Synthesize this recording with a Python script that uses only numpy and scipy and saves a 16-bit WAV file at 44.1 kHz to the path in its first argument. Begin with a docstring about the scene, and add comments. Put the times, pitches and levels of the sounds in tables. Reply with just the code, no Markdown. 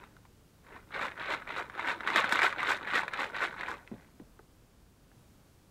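"""A paved yard, one microphone close to a part-filled plastic tank, a faint rumble far off.
The water stirs softly; from about 1 s the tank is shaken hard by hand, nearly four strokes a second.
At each stroke the water folds over and traps air that pops, then slaps the far end and bursts into
spray; the thin shell rings with it and the yard answers faintly. Near 4 s the tank is set down with
a few dull bumps, and the fingers click on its cap."""
import sys
import numpy as np
from scipy import signal
from scipy.fft import rfft, irfft, next_fast_len
from scipy.io import wavfile
from scipy.ndimage import uniform_filter1d

SR = 44100
rng = np.random.default_rng(int(sys.argv[2]) if len(sys.argv) > 2 else 0)


def master(y):
    """Save y as 16-bit WAV."""
    cut = np.clip(np.atleast_2d(y).T, -1, 1)
    pcm = np.round(cut * 32767)  # scale
    wavfile.write(sys.argv[1], SR, pcm.astype(np.int16))


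N = 251370


def from_db(db):
    return 10 ** (np.asarray(db) / 20)


def rms_one(x):
    return x / np.sqrt(np.mean(x ** 2) + 1e-20)


def peak_one(x):
    return x / np.abs(x).max()


def impulse(size=4096):
    return signal.unit_impulse(size)


def add(out, start_s, sound):
    """Mix a sound in at start_s."""
    i = max(round(start_s * SR), 0)
    out[i:i + len(sound)] += sound[:N - i]


def coloured(x, spectrum):
    """Causal (minimum-phase) filter with the given spectrum."""
    size = 2 * next_fast_len(len(x) // 2 + 2048)
    hz, db = np.transpose(spectrum)
    bins = np.maximum(np.arange(size // 2 + 1) * SR / size, 1)
    gain = from_db(np.interp(np.log(bins), np.log(hz), db))
    cepstrum = irfft(np.log(gain))
    cepstrum[1:size // 2] *= 2
    cepstrum[size // 2 + 1:] = 0
    return irfft(rfft(x, size) * np.exp(rfft(cepstrum)))[:len(x)]


def noise(spectrum, size=N):
    """Steady coloured noise at unit RMS."""
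    return rms_one(coloured(rng.standard_normal(size), spectrum))


def burst(power, spectrum):
    """Noise with this power at every sample, then given its colour."""
    white = np.sqrt(power) * rng.standard_normal(N)
    return coloured(white, spectrum) / np.linalg.norm(coloured(impulse(), spectrum))


def resonance(x, hz, width_hz):
    """Two-pole resonance with gain 1 at its peak."""
    r = np.exp(-np.pi * width_hz / SR)
    feedback = [1, -2 * r * np.cos(2 * np.pi * hz / SR), r * r]
    return signal.lfilter(np.array([1, 0, -1]) * (1 - r * r) / 2, feedback, x + 1e-18)


def swing(hz, q):
    """A soft push that swells and dies within a few cycles."""
    return resonance(resonance(impulse(), hz, hz / q), hz, hz / q)


def grains(per_s, spread_db):
    """Random clicks, many small and a few large."""
    sizes = from_db(spread_db * np.minimum(rng.exponential(1, N), 3.5))
    return sizes * rng.choice([-1, 1], N) * (rng.random(N) < per_s / SR)


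def evened(x, size=1400):
    """Hold the level at 1 over a few hundredths of a second; the grain stays."""
    local_power = np.maximum(uniform_filter1d(x * x, size), 0)
    return x / np.sqrt(local_power + np.mean(x * x) / 1000)


def swell(start_s, end_s, rise_db_per_s, fall_db_per_s):
    """Attack, hold at 1 from start to end, release."""
    corners_s = [start_s - 120 / rise_db_per_s, start_s, end_s, end_s + 120 / fall_db_per_s]
    return from_db(np.interp(np.arange(N) / SR, corners_s, [-120, 0, 0, -120]))


# The background of the yard: frequency_hz, gain_db
BACKGROUND_SPECTRUM = [(15, -18.5), (25, -4), (82, -5), (140, -7.5), (233, -12), (349, -15), (495, -19),
                       (614, -21.5), (804, -23), (1380, -26), (1490, -26), (1800, -30), (8350, -35),
                       (15500, -39)]
# Background level, steady, swelling slightly near 5.2 s as the tank is handled: time_s, level_db
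BACKGROUND_LEVEL = [(0, -60), (4.3, -60), (5.0, -61.5), (5.2, -59), (5.7, -60.5)]


def background():
    """Low far-off rumble under a faint hiss."""
    time_s, level_db = np.transpose(BACKGROUND_LEVEL)
    return from_db(np.interp(np.arange(N) / SR, time_s, level_db)) * noise(BACKGROUND_SPECTRUM)


# Strokes of the arm, near the microphone:
# fold_s, run_up_s, fold_db, slam_s, slam_length_s, slam_db, spray_db
ARM_STROKES = [(0.001, 0.01, -61.5, 0.012, 0.021, -54, -90), (0.66, 0.017, -56.5, 0.720, 0.05, -50.5, -80),
               (0.944, 0.02, -37.5, 1.017, 0.037, -33, -56.5),
               (1.197, 0.018, -38.5, 1.311, 0.021, -30.5, -54.5),
               (1.484, 0.002, -40, 1.582, 0.013, -34, -56),
               (1.784, 0.038, -37.5, 1.878, 0.029, -29.5, -54.5),
               (2.07, 0.026, -33, 2.173, 0.017, -23, -46), (2.216, 0.009, -35, 2.325, 0.0093, -30.5, -47.5),
               (2.352, 0.0083, -31, 2.44, 0.019, -24.5, -45.5),
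               (2.588, 0.008, -33.5, 2.696, 0.023, -26, -45.5),
               (2.875, 0.047, -35.5, 2.955, 0.033, -27, -49), (3.136, 0.012, -39, 3.2, 0.04, -32.5, -54.5),
               (3.347, 0.012, -38.5, 3.42, 0.023, -30, -52.5),
               (3.585, 0.013, -41, 3.689, 0.032, -38, -58.5), (3.912, 0.005, -63, 4, 0.04, -62.5, -80)]
USUAL_WATER_DB = -37   # ordinary effort; `follows` below is dB gained per dB of water above this


def shaking():
    """At each stroke the water runs up, folds, slams and settles; gives level and tilt curves."""
    t = np.arange(N) / SR
    fold_power, water_power, spray_power = np.zeros((3, N))
    for fold_s, run_up_s, fold_db, slam_s, slam_length_s, slam_db, spray_db in ARM_STROKES:
        end_s = slam_s + slam_length_s
        run_up = from_db(fold_db - 7) * swell(fold_s - run_up_s, fold_s, 500, 300)
        sag_db = 14 * np.maximum(t - fold_s, 0)
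        fold = from_db(fold_db - sag_db) * swell(fold_s, slam_s, 1200, 300)
        slam = from_db(slam_db) * swell(slam_s, end_s, 360, 390)
        settle = from_db(-46.5 + .8 * (slam_db - USUAL_WATER_DB)) * swell(end_s, end_s, 360, 100)
        fold_power += fold ** 2
        water_power += run_up ** 2 + fold ** 2 + slam ** 2 + settle ** 2
        spray_power += (from_db(spray_db) * swell(slam_s, end_s, 520, 480)) ** 2
    fold_effort = np.sqrt(water_power * fold_power) / from_db(USUAL_WATER_DB) ** 2
    spray_power += from_db(-67.5) ** 2 * fold_effort ** 1.7   # folds throw some spray too
    water_db = 10 * np.log10(water_power)
    # Fresh folds and hard churning tilt the mix towards small, high bubbles.
    tilt = -1.12 + 1.17 * fold_power / water_power + .13 * np.maximum(water_db - USUAL_WATER_DB, -10)
    return water_db, 10 * np.log10(spray_power), tilt


# Water heard from outside, through the wall: frequency_hz, gain_db
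WATER_SPECTRUM = [(60, -36), (130, -18), (280, -8), (450, -9.5), (750, -8), (1000, -3.5), (1500, -3.5),
                  (2000, -3.5), (2450, -7.5), (3000, -15), (3900, -16), (4900, -30), (8000, -35),
                  (15000, -54.5)]


def churn(water_db, tilt, base_per_s, spread_db, q, snap_db, patchy_db, bands=14):
    """Air pockets ring for a few cycles, in swarms of like size; harder shaking makes more."""
    pops = grains(base_per_s * from_db(.42 * (water_db + 34.5)), spread_db)
    band_of_pop = rng.integers(0, bands, N)
    rings = from_db(snap_db) * pops
    for band, hz in enumerate(np.geomspace(300, 4200, bands)):
        swarm = np.interp(np.arange(N), np.linspace(0, N, 200), rng.standard_normal(200))
        weight = from_db(1.7 * tilt * np.log2(hz / 1400) + patchy_db * swarm)
        rings += resonance(pops * weight * (band_of_pop == band), hz, hz / q)
    return from_db(water_db) * evened(coloured(rings, WATER_SPECTRUM), size=800)


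def bubbles(water_db, per_s, cycles, rise):
    """Free bubbles ring longer and glide up as they near the surface."""
    out, t = np.zeros(N), np.arange(2048) / SR
    for when, pitch, weakness in rng.random((int(per_s * N / SR), 3)):
        hz = 450 * 5 ** pitch
        age = t * hz / cycles
        blip = np.sin(2 * np.pi * hz * t * (1 + rise * age)) * from_db(-60 * age)
        add(out, when * (N - 1) / SR, blip * from_db(-14 * weakness))
    return from_db(water_db) * rms_one(coloured(out, WATER_SPECTRUM))


# The tank's walls shuddering, heard close: frequency_hz, gain_db
SHUDDER_SPECTRUM = [(60, -16.5), (170, 0.5), (400, -5.5), (800, -16.5), (1500, -30.5), (5000, -56)]


def flexing(water_db, usual_db, follows):
    """The moving weight of the water makes the walls shudder low down."""
    return from_db(usual_db + follows * (water_db - USUAL_WATER_DB)) * noise(SHUDDER_SPECTRUM)


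# Spray on the inside of the wall: frequency_hz, gain_db
SPRAY_SPECTRUM = [(300, -18), (2500, 1), (4000, 1.5), (5200, 3), (6200, -1.5), (7600, 1.5), (9500, -10),
                  (12000, -8), (14000, -16), (15500, -30)]


def spray(spray_db, base_per_s, spread_db):
    """Droplets pepper the wall when the water slams into an end; the harder, the denser."""
    droplets = grains(base_per_s * from_db(.48 * (spray_db + 57.5)), spread_db)
    return from_db(spray_db) * evened(coloured(droplets, SPRAY_SPECTRUM))


# A drop or a closing pocket cracking on the wall: frequency_hz, gain_db
CRACK_SPECTRUM = [(400, -20), (2000, -0.5), (3800, 1), (5500, -7), (8000, -9), (11000, -17), (15500, -34)]


def falling_drops(water_db, per_s, spread_db, usual_db, follows, flight_s):
    """Single drops thrown up by a stroke land on the wall a moment later."""
    thrown_db = np.interp(np.arange(N) - flight_s * SR, np.arange(N), water_db)
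    landings = rms_one(coloured(grains(per_s, spread_db), CRACK_SPECTRUM))
    return from_db(usual_db + follows * (thrown_db - USUAL_WATER_DB)) * landings


# The biggest air pockets slapping shut in the tank, levels relative:
# start_s, level_db, pitch_hz, sharpness_db
BIG_POCKETS = [(0.037, -37, 960, -36), (0.166, -45, 1350, -22), (0.252, -44.5, 900, -29),
               (0.763, -35.5, 976, -37), (0.943, -33, 2140, -33), (1.052, -21.5, 2010, -40),
               (1.082, -26.5, 1820, -38), (1.118, -30.5, 2030, -39), (1.176, -31, 1340, -39),
               (1.338, -21.5, 1390, -33), (1.421, -32.5, 1366, -41), (1.474, -29, 2110, -35),
               (1.504, -24, 1090, -47), (1.563, -25, 1193, -42), (1.698, -30, 1410, -38),
               (1.794, -19.5, 923, -40), (2.006, -21.5, 1290, -41), (2.074, -15.5, 1424, -33.5),
               (2.102, -17.5, 1378, -33), (2.159, -8.5, 1510, -29), (2.242, -12, 1430, -38),
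               (2.293, -22.5, 1660, -21.5), (2.323, -9.5, 1467, -27), (2.356, -15, 1070, -28),
               (2.391, -12, 1366, -35.5), (2.418, -10.5, 2010, -35), (2.431, -9.5, 1680, -31.5),
               (2.461, -16, 1620, -39), (2.526, -19, 1460, -38), (2.63, -18.5, 1114, -29.5),
               (2.873, -24.5, 1390, -36), (2.954, -13.5, 1950, -28), (2.978, -15, 1500, -40),
               (3.033, -21.5, 930, -47), (3.08, -19.5, 1430, -36.5), (3.136, -21, 1500, -27.5),
               (3.345, -27.5, 1520, -37), (3.365, -21.5, 1570, -31), (3.438, -22, 1500, -31),
               (3.482, -28, 1490, -35), (3.541, -31, 1010, -36), (3.609, -20.5, 1690, -33),
               (3.632, -24, 1360, -38)]


def plops(pockets, q, snap_db, crack_db, splatter_db, splatter_t60, shower_db, shower_t60):
    """A pocket shuts with a few swings and a crack, then splatters; hard ones throw a shower."""
    out, splatter_power, shower_power = np.zeros((3, N))
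    crack = peak_one(coloured(impulse(), CRACK_SPECTRUM))
    wall = coloured(impulse(), WATER_SPECTRUM)
    t = np.arange(len(wall)) / SR
    for start_s, level_db, pitch_hz, sharpness_db in pockets:
        shut_s = start_s + .0005
        pulse = swing(pitch_hz, q) + from_db(snap_db) * impulse()
        body = peak_one(signal.fftconvolve(pulse, wall)[:len(t)])
        add(out, shut_s, from_db(level_db) * (body + from_db(sharpness_db + crack_db) * crack))
        add(splatter_power, shut_s, from_db(level_db + splatter_db - 60 * t / splatter_t60) ** 2)
        thrown_db = level_db + sharpness_db + shower_db + .6 * (level_db + 10)
        add(shower_power, start_s, from_db(thrown_db - 60 * t / shower_t60) ** 2)
    return out + burst(splatter_power, WATER_SPECTRUM) + burst(shower_power, SPRAY_SPECTRUM)


def stray_pockets(water_db, per_s, usual_db, follows, spread_db, centre_hz, spread_octaves, sharp_db):
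    """Lesser pockets shut at random while the shaking is hard enough; gives rows for plops."""
    pockets, calm_db = [], -50
    for k, (jitter, strength, pitch, sharpness) in enumerate(rng.uniform(-1, 1, (400, 4))):
        start_s = (k + 1 + jitter) / per_s
        now_db = water_db[min(int(start_s * SR), N - 1)]
        if now_db > calm_db:
            level_db = usual_db + follows * (now_db - USUAL_WATER_DB) + spread_db * strength
            pitch_hz = centre_hz * 2 ** (spread_octaves * pitch)
            pockets.append((start_s, level_db, pitch_hz, sharp_db + spread_db * sharpness))
    return pockets


# Modes of the shell and its air column, gain over the direct sound: pitch_hz, width_hz, gain_db
SHELL_MODES = [(553, 21.6, -3), (908, 55, -7), (1500, 74, 0.5), (1672, 14, -6.5), (2094, 90, -17.5),
               (2070, 50, -13), (3730, 780, -5.5)]


def shell(x, scatter_db, scatter_t60):
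    """The wall passes the sound, rings at its modes and scatters it around the inside."""
    modes = sum(from_db(db) * resonance(x, hz, width_hz) for hz, width_hz, db in SHELL_MODES)
    return x + modes + from_db(scatter_db) * reflections(x, scatter_t60, delay_s=.001)


def reflections(x, t60, delay_s, size=1024):
    """Dense echoes whose paths to the microphone keep changing, since tank and water move."""
    t = np.arange(int((t60 + delay_s) * SR)) / SR
    decay = from_db(-60 * t / t60) * (t > delay_s)
    out, fade = np.zeros(N), signal.windows.cosine(size)
    for i in range(0, N - size, size // 2):
        echoes = rng.standard_normal(size * 32)[:len(t)]
        add(out, i / SR, signal.fftconvolve(x[i:i + size] * fade, echoes * decay[:len(echoes)]))
    return out / np.sqrt(np.sum(decay ** 2))


# Fingers and cap on the plastic, close by: start_s, level_db, pitch_hz
CAP_CLICKS = [(3.876, -38.5, 2060), (4.021, -53, 1629), (4.087, -58, 990), (4.198, -52.5, 1700),
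              (4.392, -47, 1320), (4.395, -50.5, 704), (5.116, -55, 1550)]


def clicks(q):
    """The fingers and the cap make short dry ticks of plastic."""
    out = np.zeros(N)
    for start_s, level_db, pitch_hz in CAP_CLICKS:
        add(out, start_s, from_db(level_db) * peak_one(swing(pitch_hz, q)))
    return out


# The tank set down in the yard: start_s, level_db, pitch_hz
BASE_BUMPS = [(3.9153, -31.5, 220), (3.939, -38.5, 258), (4.200, -39.5, 296.6), (4.209, -48.5, 201.1),
              (4.269, -61, 201), (4.394, -49, 385)]


def bumps(q, overtone_db, shudder_db, shudder_t60):
    """The loaded base gives a dull thud with a weak upper mode; the walls shudder briefly."""
    out, t = np.zeros(N), np.arange(16384) / SR
    for start_s, level_db, pitch_hz in BASE_BUMPS:
        thud = swing(pitch_hz, q) + from_db(overtone_db) * swing(2.1 * pitch_hz, q)
        add(out, start_s, from_db(level_db) * peak_one(thud))
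        shudder = noise(SHUDDER_SPECTRUM, len(t))
        add(out, start_s, from_db(level_db + shudder_db - 60 * t / shudder_t60) * shudder)
    return out


def scene():
    """Water and handling sound through the shell, close up, with the yard faint behind; mono."""
    water_db, spray_db, tilt = shaking()
    rumble = background()
    handling = clicks(q=2) + bumps(q=2, overtone_db=-23, shudder_db=-13.5, shudder_t60=.21)
    water = from_db(-3.5) * churn(water_db, tilt, base_per_s=3200, spread_db=5, q=2.9,
                                  snap_db=-19, patchy_db=2)
    water += from_db(-2) * spray(spray_db, base_per_s=2700, spread_db=6.5)
    water += falling_drops(water_db, per_s=200, spread_db=5, usual_db=-66.5, follows=1, flight_s=.03)
    water += flexing(water_db, usual_db=-59.5, follows=.35)
    water += from_db(-4) * plops(BIG_POCKETS, q=1.47, snap_db=-18.5, crack_db=20.5, splatter_db=-10.5,
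                                 splatter_t60=.03, shower_db=2.5, shower_t60=.045)
    water += from_db(-17) * bubbles(water_db, per_s=130, cycles=20, rise=.08)
    strays = stray_pockets(water_db, per_s=30, usual_db=-30, follows=.6, spread_db=3.5,
                           centre_hz=1500, spread_octaves=.56, sharp_db=-30)
    water += plops(strays, q=1.3, snap_db=-15.5, crack_db=12, splatter_db=-14,
                   splatter_t60=.016, shower_db=0, shower_t60=.025)
    tank = shell(water + handling, scatter_db=-5.5, scatter_t60=.039)
    yard_echo = from_db(-20) * reflections(tank, t60=.27, delay_s=.0092)
    return (tank + yard_echo + rumble)[None]


def record(dry):
    """The microphone's signal is cut steeply above 15.7 kHz."""
    return signal.sosfilt(signal.ellip(10, .2, 70, 15700, fs=SR, output="sos"), dry)


dry = scene()
out = record(dry)
master(out)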